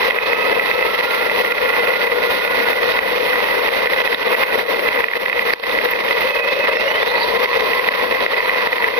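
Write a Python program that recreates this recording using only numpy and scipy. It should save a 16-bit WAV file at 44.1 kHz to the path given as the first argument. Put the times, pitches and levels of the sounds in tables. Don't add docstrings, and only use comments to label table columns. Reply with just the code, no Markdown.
import sys
import numpy as np
from scipy import signal
from scipy.fft import rfft, irfft, next_fast_len
from scipy.io import wavfile
from scipy.ndimage import uniform_filter1d, minimum_filter1d, map_coordinates

SR = 44100
rng = np.random.default_rng(int(sys.argv[2]) if len(sys.argv) > 2 else 0)


def gain_from_db(level_db):
    decades = np.asarray(level_db, float) / 20
    return 10 ** decades


def persist_wave(psi):
    counts = np.round(np.clip(psi, -1, 1) * 32767).astype(np.int16)
    wavfile.write(sys.argv[1], SR, np.atleast_2d(counts).T)


N = 396459


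def unit(x):
    return x / np.sqrt(np.mean(x ** 2) + 1e-20)


def curves(rows):
    s, *cols = np.transpose(rows)
    return [np.interp(np.arange(N) / SR, s, c) for c in cols]


def wobble(rate):
    knots = rng.standard_normal(int(N * rate / SR) + 4)
    return map_coordinates(knots, [np.arange(N) * rate / SR])


def filtered(x, response):
    m = next_fast_len(N + SR // 4)
    return irfft(rfft(x, m) * response(np.fft.rfftfreq(m, 1 / SR)), m)[..., :N]


def band(x, lo_hz, hi_hz):
    return signal.sosfilt(signal.butter(2, [lo_hz, hi_hz], "bandpass", fs=SR, output="sos"), x)


def chassis(pair):
    # pitch_hz, left_db, right_db, left_right_likeness (0-1)
    shell = [(30, -26, -41, 0.6), (59.7, -18, -28, 0.98), (110, -29.5, -30, 0.62), (199.4, -12.5, -34, 0.1),
             (352, -10.5, -16, 0.74), (481.6, 5.5, -6, 0.84), (740, -9, -12, 0.3), (977, -3, -6, 0.67),
             (1417, -16.5, -8.5, 0.14), (1600, -5, -11, 0.81), (2000, -3.5, 0.3, 0.95),
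             (2310, -18, -12, 0.5), (2546, -27.5, -4.5, 0.6), (2750, -18, -10.5, 0.47)]
    air = [(3600, -20.5, -13.5, 0.76), (4310, -29, -16, 0.096), (5470, -32.5, -26, 0.53),
           (5640, -32.5, -25.5, .05), (6000, -42, -31, .1), (6400, -34.5, -36, .25),
           (7500, -62, -61.5, .25), (8820, -73, -83, .26), (8630, -44, -40.5, 0.9), (10150, -37, -38, 0.5),
           (11000, -44, -34, .13), (13500, -41.5, -32.5, .21), (15300, -38, -33, .22)]
    # pitch_hz, lead_radians
    lead = [(0, 1.5), (340, -1.77), (1120, -0.63), (1550, -3), (2070, -1.24), (3100, 4), (3700, 5),
            (4310, 9.5), (5430, 11.5), (6630, 13), (7320, 22.5), (8440, 17.5), (8870, 18.5), (15700, 20)]
    # pitch_hz, width_hz, boost_db
    sharp_modes = [(2000, 160, 3.5), (1710, 220, -1.5), (2476, 150, 3.5), (481, 56, 2.5)]
    hz = np.fft.rfftfreq(4096, 1 / SR)
    f, left_db, right_db, alike = np.transpose([*shell, *air])
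    on_log = lambda v: np.interp(np.log(hz + 1), np.log(f), v)
    modes_db = sum(db / (1 + (2 * (hz - c) / w) ** 2) for c, w, db in sharp_modes)
    cepstrum = irfft(np.log(gain_from_db([on_log(left_db), on_log(right_db)] + modes_db)))
    cepstrum[:, 1:2048] *= 2
    cepstrum[:, 2049:] = 0
    log_gain = rfft(cepstrum)
    mean_phase = log_gain.imag.mean(axis=0)
    gap = np.interp(hz, *np.transpose(lead)) / 2
    ports = np.exp(log_gain.real + 1j * (mean_phase + [gap, -gap]))
    turn = np.arccos(np.clip(on_log(alike), 0, 1)) / 2
    mix = ports[:, None] * [[np.cos(turn), np.sin(turn)], [np.cos(turn), -np.sin(turn)]]
    response = np.roll(irfft(mix), 256, axis=-1)
    return signal.oaconvolve(pair[None], response, axes=-1).sum(axis=1)[:, 256:N + 256]


def shaking():
    hits = rng.random((2, N)) < 260 / SR
    hit_db = 3 * np.minimum(rng.exponential(size=(2, N)), 1.1)
    grit = hits * rng.standard_normal((2, N)) * gain_from_db(hit_db)
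    grit[1] = 0.5 * grit[0] * rng.uniform(-2.23, 1, N) + 0.51 * grit[1]
    grit = filtered(unit(grit), lambda hz: 0.18 + 1.06 / (1 + (hz / 6500) ** 4))
    flutter = gain_from_db(0.16 * wobble(8) + 1.23 * wobble(25) + 2.42 * wobble(60))
    return flutter * (rng.standard_normal((2, N)) + .38 * grit)


def running():
    # time_s, strength_db
    ground = [(0, -23), (.07, -19), (.15, -21.5), (.32, -18), (.35, -23.5), (.47, -21), (4.08, -22),
              (4.18, -23.5), (4.56, -19), (4.66, -29.5), (4.71, -19), (4.78, -27.5), (4.96, -13),
              (5.06, -29.5), (5.53, -17), (5.57, -31.5), (5.68, -21.5), (8.99, -21)]
    # time_s, softness (0-1)
    turf = [
        (0, .4),
        (1.4, 0.02),
        (4.5, .1),
        (5.7, 0.17),
        (6.7, .95),
        (7.3, 0.34),
        (8.99, 0.64),
    ]
    # level_over_strength_db, swing_with_strength (ratio), loss_on_turf_db
    ranges = [
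        (1.5, 0.86, 5),
        (2.5, 0.93, 1.5),
        (-8, 0.72, 2),
        (-11, 0.87, 7.5),
    ]
    body = chassis(shaking())
    below = [filtered(body, lambda hz: 1 / (1 + (hz / edge_hz) ** 12)) for edge_hz in (750, 2900, 7700)]
    parts = [below[0], below[1] - below[0], below[2] - below[1], body - below[2]]
    (strength_db,), (soft,) = curves(ground), curves(turf)
    mean_db = strength_db.mean()
    total = 0
    for part, (db, swing, loss_db) in zip(parts, ranges):
        swell_db = swing * (strength_db - mean_db) + 1.03 * wobble(12)
        total = total + unit(part) * gain_from_db(mean_db + db + swell_db - loss_db * soft)
    return total


def tone(hz, clean, width_hz):
    phase = 2 * np.pi * np.cumsum(hz * (1 + 0.0039 * wobble(30))) / SR
    smear = unit(wobble(width_hz)) * np.cos(phase) + unit(wobble(width_hz)) * np.sin(phase)
    share = np.clip(clean, 0, 1)
    return np.sqrt(2 * share) * np.sin(phase) + np.sqrt(1 - share) * smear


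def drive():
    # time_s, pitch_hz, level_db
    cruise = [
        (0, 1260, -49),
        (.25, 1275, -30.5),
        (.8, 1300, -31),
        (1.1, 1393, -30.5),
        (2.95, 1455, -31),
        (3.15, 1500, -40),
        (4.4, 1520, -38),
        (4.6, 1454, -35),
        (4.9, 1290, -57),
    ]
    # time_s, pitch_hz, level_db
    spin = [
        (6.15, 1277, -52),
        (6.33, 1286, -26),
        (6.74, 1290, -26),
        (6.9, 1430, -33),
        (7.0, 1597, -32),
        (7.09, 2000, -27),
        (7.16, 2200, -29),
        (7.24, 2240, -25),
        (7.32, 2286, -44),
    ]
    # time_s, pitch_hz, level_db
    mesh = [
        (5.9, 510, -62),
        (6.1, 520, -24),
        (6.85, 575, -25),
        (7.0, 620, -29),
        (7.06, 760, -49),
        (7.13, 900, -28),
        (7.5, 1035, -26),
        (8.2, 1045, -30.5),
        (8.99, 960, -30.5),
    ]
    t = np.arange(N) / SR
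    (hz, db), (spin_hz, spin_db) = curves(cruise), curves(spin)
    spinning = t > spin[0][0]
    octave_db = db + 3 - .2 * np.maximum(hz - 1295, 0)
    grip_s, grip_every_s, stutter_db = 7.095, .068, 5.5
    grip = (spin_hz > 1380) * (np.cos(2 * np.pi * (t - grip_s) / grip_every_s) - .3)
    waver, patchy_db = .012, 2
    hz = np.where(spinning, spin_hz, hz) * (1 + waver * np.where(spinning, 1, .4) * wobble(20))
    db = db + patchy_db * wobble(6.98)
    whine = gain_from_db(db) * tone(hz, clean=0, width_hz=70) * gain_from_db([[-8], [3]])
    racing = np.clip((hz - 1850) / 330, 0, 1)
    clean = np.where(spinning & (hz < 1340), .55, .15)
    octave = (1 - racing) * tone(2 * hz, clean=clean, width_hz=120)
    octave = octave + racing * tone(1.92 * hz, clean=0, width_hz=1000)
    fourth = gain_from_db(-15) * (hz > 1320) * (hz < 1480) * tone(4 * hz, clean=.1, width_hz=230)
    octave_db = np.where(spinning, spin_db + stutter_db * grip, octave_db + 1.1 * patchy_db * wobble(16))
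    gear_hz, gear_db = curves(mesh)
    gears = gain_from_db(gear_db) * tone(gear_hz, clean=0, width_hz=140) * gain_from_db([[2.5], [-2.5]])
    return whine + gain_from_db(octave_db) * (octave + fourth) * gain_from_db([[-11], [4.5]]) + gears


def blows():
    # start_s, peak_db, gain_duck_db
    hard_bumps = [(0.1067, -7, 6.5), (0.1862, -9, 6.5), (.3316, -9, 4.5), (0.5959, -9, 4.7),
                  (1.4483, -10, 3.5), (1.521, -11.5, 7), (2.0728, -9, 5), (2.4496, -8.4, 3),
                  (2.731, -11.5, 5), (2.9896, -8, 5.5), (4.1456, -11.5, 8), (4.4349, -6, 6),
                  (4.5923, -10, 3), (4.744, -13, 3), (4.8874, -10.5, 8), (5.2975, -9.5, 6.5),
                  (5.3929, -7.5, 6), (5.5048, -11, 4.8), (5.5357, -3.5, 12.5), (5.8565, -9.5, 3.5),
                  (5.935, -10.4, 4.5), (6.0082, -14, 5), (7.4579, -9, 5), (7.7328, -8.5, 1.5),
                  (7.7946, -9.5, 5), (7.888, -8, 5.5), (8.2631, -8.5, 7), (8.4945, -9, 4), (8.6722, -14, 5),
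                  (8.8852, -9.5, 6)]
    # start_s, peak_db
    further_knocks = [(0.5277, -12), (.7133, -7.5), (1.0088, -11), (1.297, -9), (1.5816, -8), (2.0405, -9.2),
                      (3.4407, -10.5), (3.6885, -9), (3.8716, -11), (4.075, -9), (4.128, -7.5),
                      (4.3497, -8.9), (4.7934, -10.7), (5.0051, -7.9), (5.041, -6), (5.0844, -10),
                      (5.1352, -7.5), (5.2593, -9.9), (5.3286, -4), (5.7875, -8), (6.1088, -8.5),
                      (6.3068, -13.5), (6.7326, -12), (6.7695, -9), (7.0294, -9.2), (8.1683, -11.5),
                      (8.4044, -11), (8.7296, -8), (8.8429, -7), (8.939, -12.5)]
    pebble_s = [.1618, .3671, 1.6578, 1.7367, 1.8726, 1.9375, 2.12, 2.6436, 3.205, 4.2805, 4.9751, 5.114,
                5.155, 5.2818, 5.4235, 5.6368, 5.751, 5.814, 5.8881, 5.9892, 6.082, 6.8803, 6.957, 7.9385,
                7.9966, 8.3424, 8.3805, 8.5463, 8.7822, 8.8232]
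    knocks = [(s, db, 3.5) for s, db in further_knocks]
    pebbles = [(s, -11.5, 0.93) for s in pebble_s]
    return np.transpose([*hard_bumps, *knocks, *pebbles])


def bumps():
    s, db, duck_db = blows()
    chance = rng.random((len(s), 5))
    sharp_db, dull_db = [[-14], [-7.5]] + 6.5 * (2 * chance[:, 3:].T - 1)
    sign, opposed = np.sign(chance[:, 0] - .5), 1.3 * (chance[:, 1] - .5)
    first = np.round(s * SR).astype(int) + 5
    flight = 60 + 120 * chance[:, 2]
    second, third = first + flight.astype(int), first + (1.7 * flight).astype(int)
    where = np.concatenate([first, second, third])
    rebounding = lambda size: np.bincount(where, np.concatenate([size, -.4 * size, .25 * size]), N)[:N]
    train = lambda level: np.array([rebounding(sign * gain_from_db(level)), rebounding(opposed * gain_from_db(level))])
    mid = band(train(db + 36 + .4 * duck_db), 1400, 2900)
    sharp = band(train(db + sharp_db + 39.5), 2900, 6000)
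    dull = band(train(db + dull_db + 34), 220, 1100)
    crack = band(train(db + .3 * sharp_db + 31), 6500, 15000)
    return chassis(mid + sharp + dull + crack)


def ducking():
    drop_db, t = np.zeros(N + SR), np.arange(SR // 2) / SR
    for s, _, duck_db in blows().T:
        back_s = 0.01 + 0.0073 * duck_db
        depth_db = (0.89 + 0.016 * duck_db) * duck_db
        shape = (1 - np.exp(-t / 0.0015)) * np.exp(-(t / back_s) ** 2)
        drop_db[round((s + .0025) * SR):][:len(t)] += depth_db * shape
    return gain_from_db(-drop_db[:N])


def stones():
    # start_s, pitch_hz, peak_db, fade_by_60_db_s
    stone_hits = [
        (0.1073, 3300, -17, 0.019),
        (0.264, 3900, -14, 0.0096),
        (4.146, 3620, -8.5, 0.02),
        (4.281, 3600, -15, 0.0089),
        (4.435, 4240, -19.5, 0.0053),
        (5.391, 3000, -16, 0.0073),
        (5.5352, 4530, -6, 0.0079),
        (5.713, 3600, -15, 0.022),
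        (6.11, 3000, -14.5, 0.0088),
    ]
    out, t = np.zeros(N), np.arange(1200) / SR
    for s, hz, db, t60 in stone_hits:
        pair = sum(np.sin(2 * np.pi * hz * k * t) for k in (.97, 1.04))
        ring = pair * gain_from_db(-60 * t / t60) * (1 - np.exp(-t / 0.0003))
        crack = gain_from_db(3.2 * (db + 4.0) - 17.5 - 60 * t / 0.0039) * rng.standard_normal(len(t))
        out[round(s * SR):][:len(t)] += gain_from_db(db) * ring + crack
    return out * gain_from_db([[-9], [2]])


def chinks():
    # start_s, peak_db
    clip_hits = [
        (4.689, -31),
        (5.8426, -27),
        (5.909, -20.5),
        (6.0462, -32),
        (6.2083, -26.5),
        (6.2916, -33),
        (8.468, -34.5),
    ]
    out, t = np.zeros(N), np.arange(1500) / SR
    for s, db in clip_hits:
        ring = sum(np.sin(2 * np.pi * hz * rng.normal(1, .012) * t) for hz in (13500, 13900))
        out[round(s * SR):][:len(t)] += gain_from_db(db + 3.0 - 60 * t / 0.028) * (1 - np.exp(-t / .0015)) * ring
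    return out * gain_from_db([[-9], [4]])


def levelled(x):
    level_db = 10 * np.log10(np.abs(uniform_filter1d(np.mean(x ** 2, axis=0), size=300)) + 1e-9)
    need_db = -.55 * np.maximum(level_db + 16, 0)
    held_db = minimum_filter1d(need_db, size=700, origin=250)
    return x * gain_from_db(uniform_filter1d(held_db, size=500))


def dropped(x):
    # pitch_hz, left_chance (0-1), right_chance (0-1)
    silences = [(4200, 0, 0), (4700, .12, .01), (5200, .12, .02), (5900, .28, .08), (6150, .6, .6),
                (6700, .55, .55), (7000, .96, .92), (8600, .95, .9), (9100, .4, .4), (10000, .25, .2),
                (11000, .14, .1), (15000, .12, .08), (15450, .5, .5)]
    hz, _, z = signal.stft(x, SR, nperseg=1024)
    f, *chance = np.transpose(silences)
    cells = rng.random((2, len(hz) // 4 + 1, z.shape[2] // 4 + 1))
    cells = cells.repeat(4, axis=1).repeat(4, axis=2)[:, :len(hz), :z.shape[2]]
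    local = uniform_filter1d(np.abs(z), size=9, axis=1)
    loud = local > 14 * np.median(local, axis=2, keepdims=True)
    keep = loud | (cells > np.array([np.interp(hz, f, c) for c in chance])[..., None])
    return signal.istft(z * keep, SR, nperseg=1024)[1][:, :N]


def scene():
    ride = levelled(gain_from_db(2.0) * running() + drive())
    return ducking() * (ride + bumps() + stones()) + chinks()


def roll_off(x):
    return signal.sosfilt(signal.butter(12, 16090, fs=SR, output="sos"), x)


def record(dry):
    need = np.minimum(1, 1.08 / (np.abs(dry).max(axis=0) + 1e-9))
    x = dry * uniform_filter1d(minimum_filter1d(need, size=81), size=41)
    x = filtered(np.clip(x, -1, 1), lambda hz: hz < 15450)
    return roll_off(dropped(x))


dry = scene()
out = record(dry)
persist_wave(out)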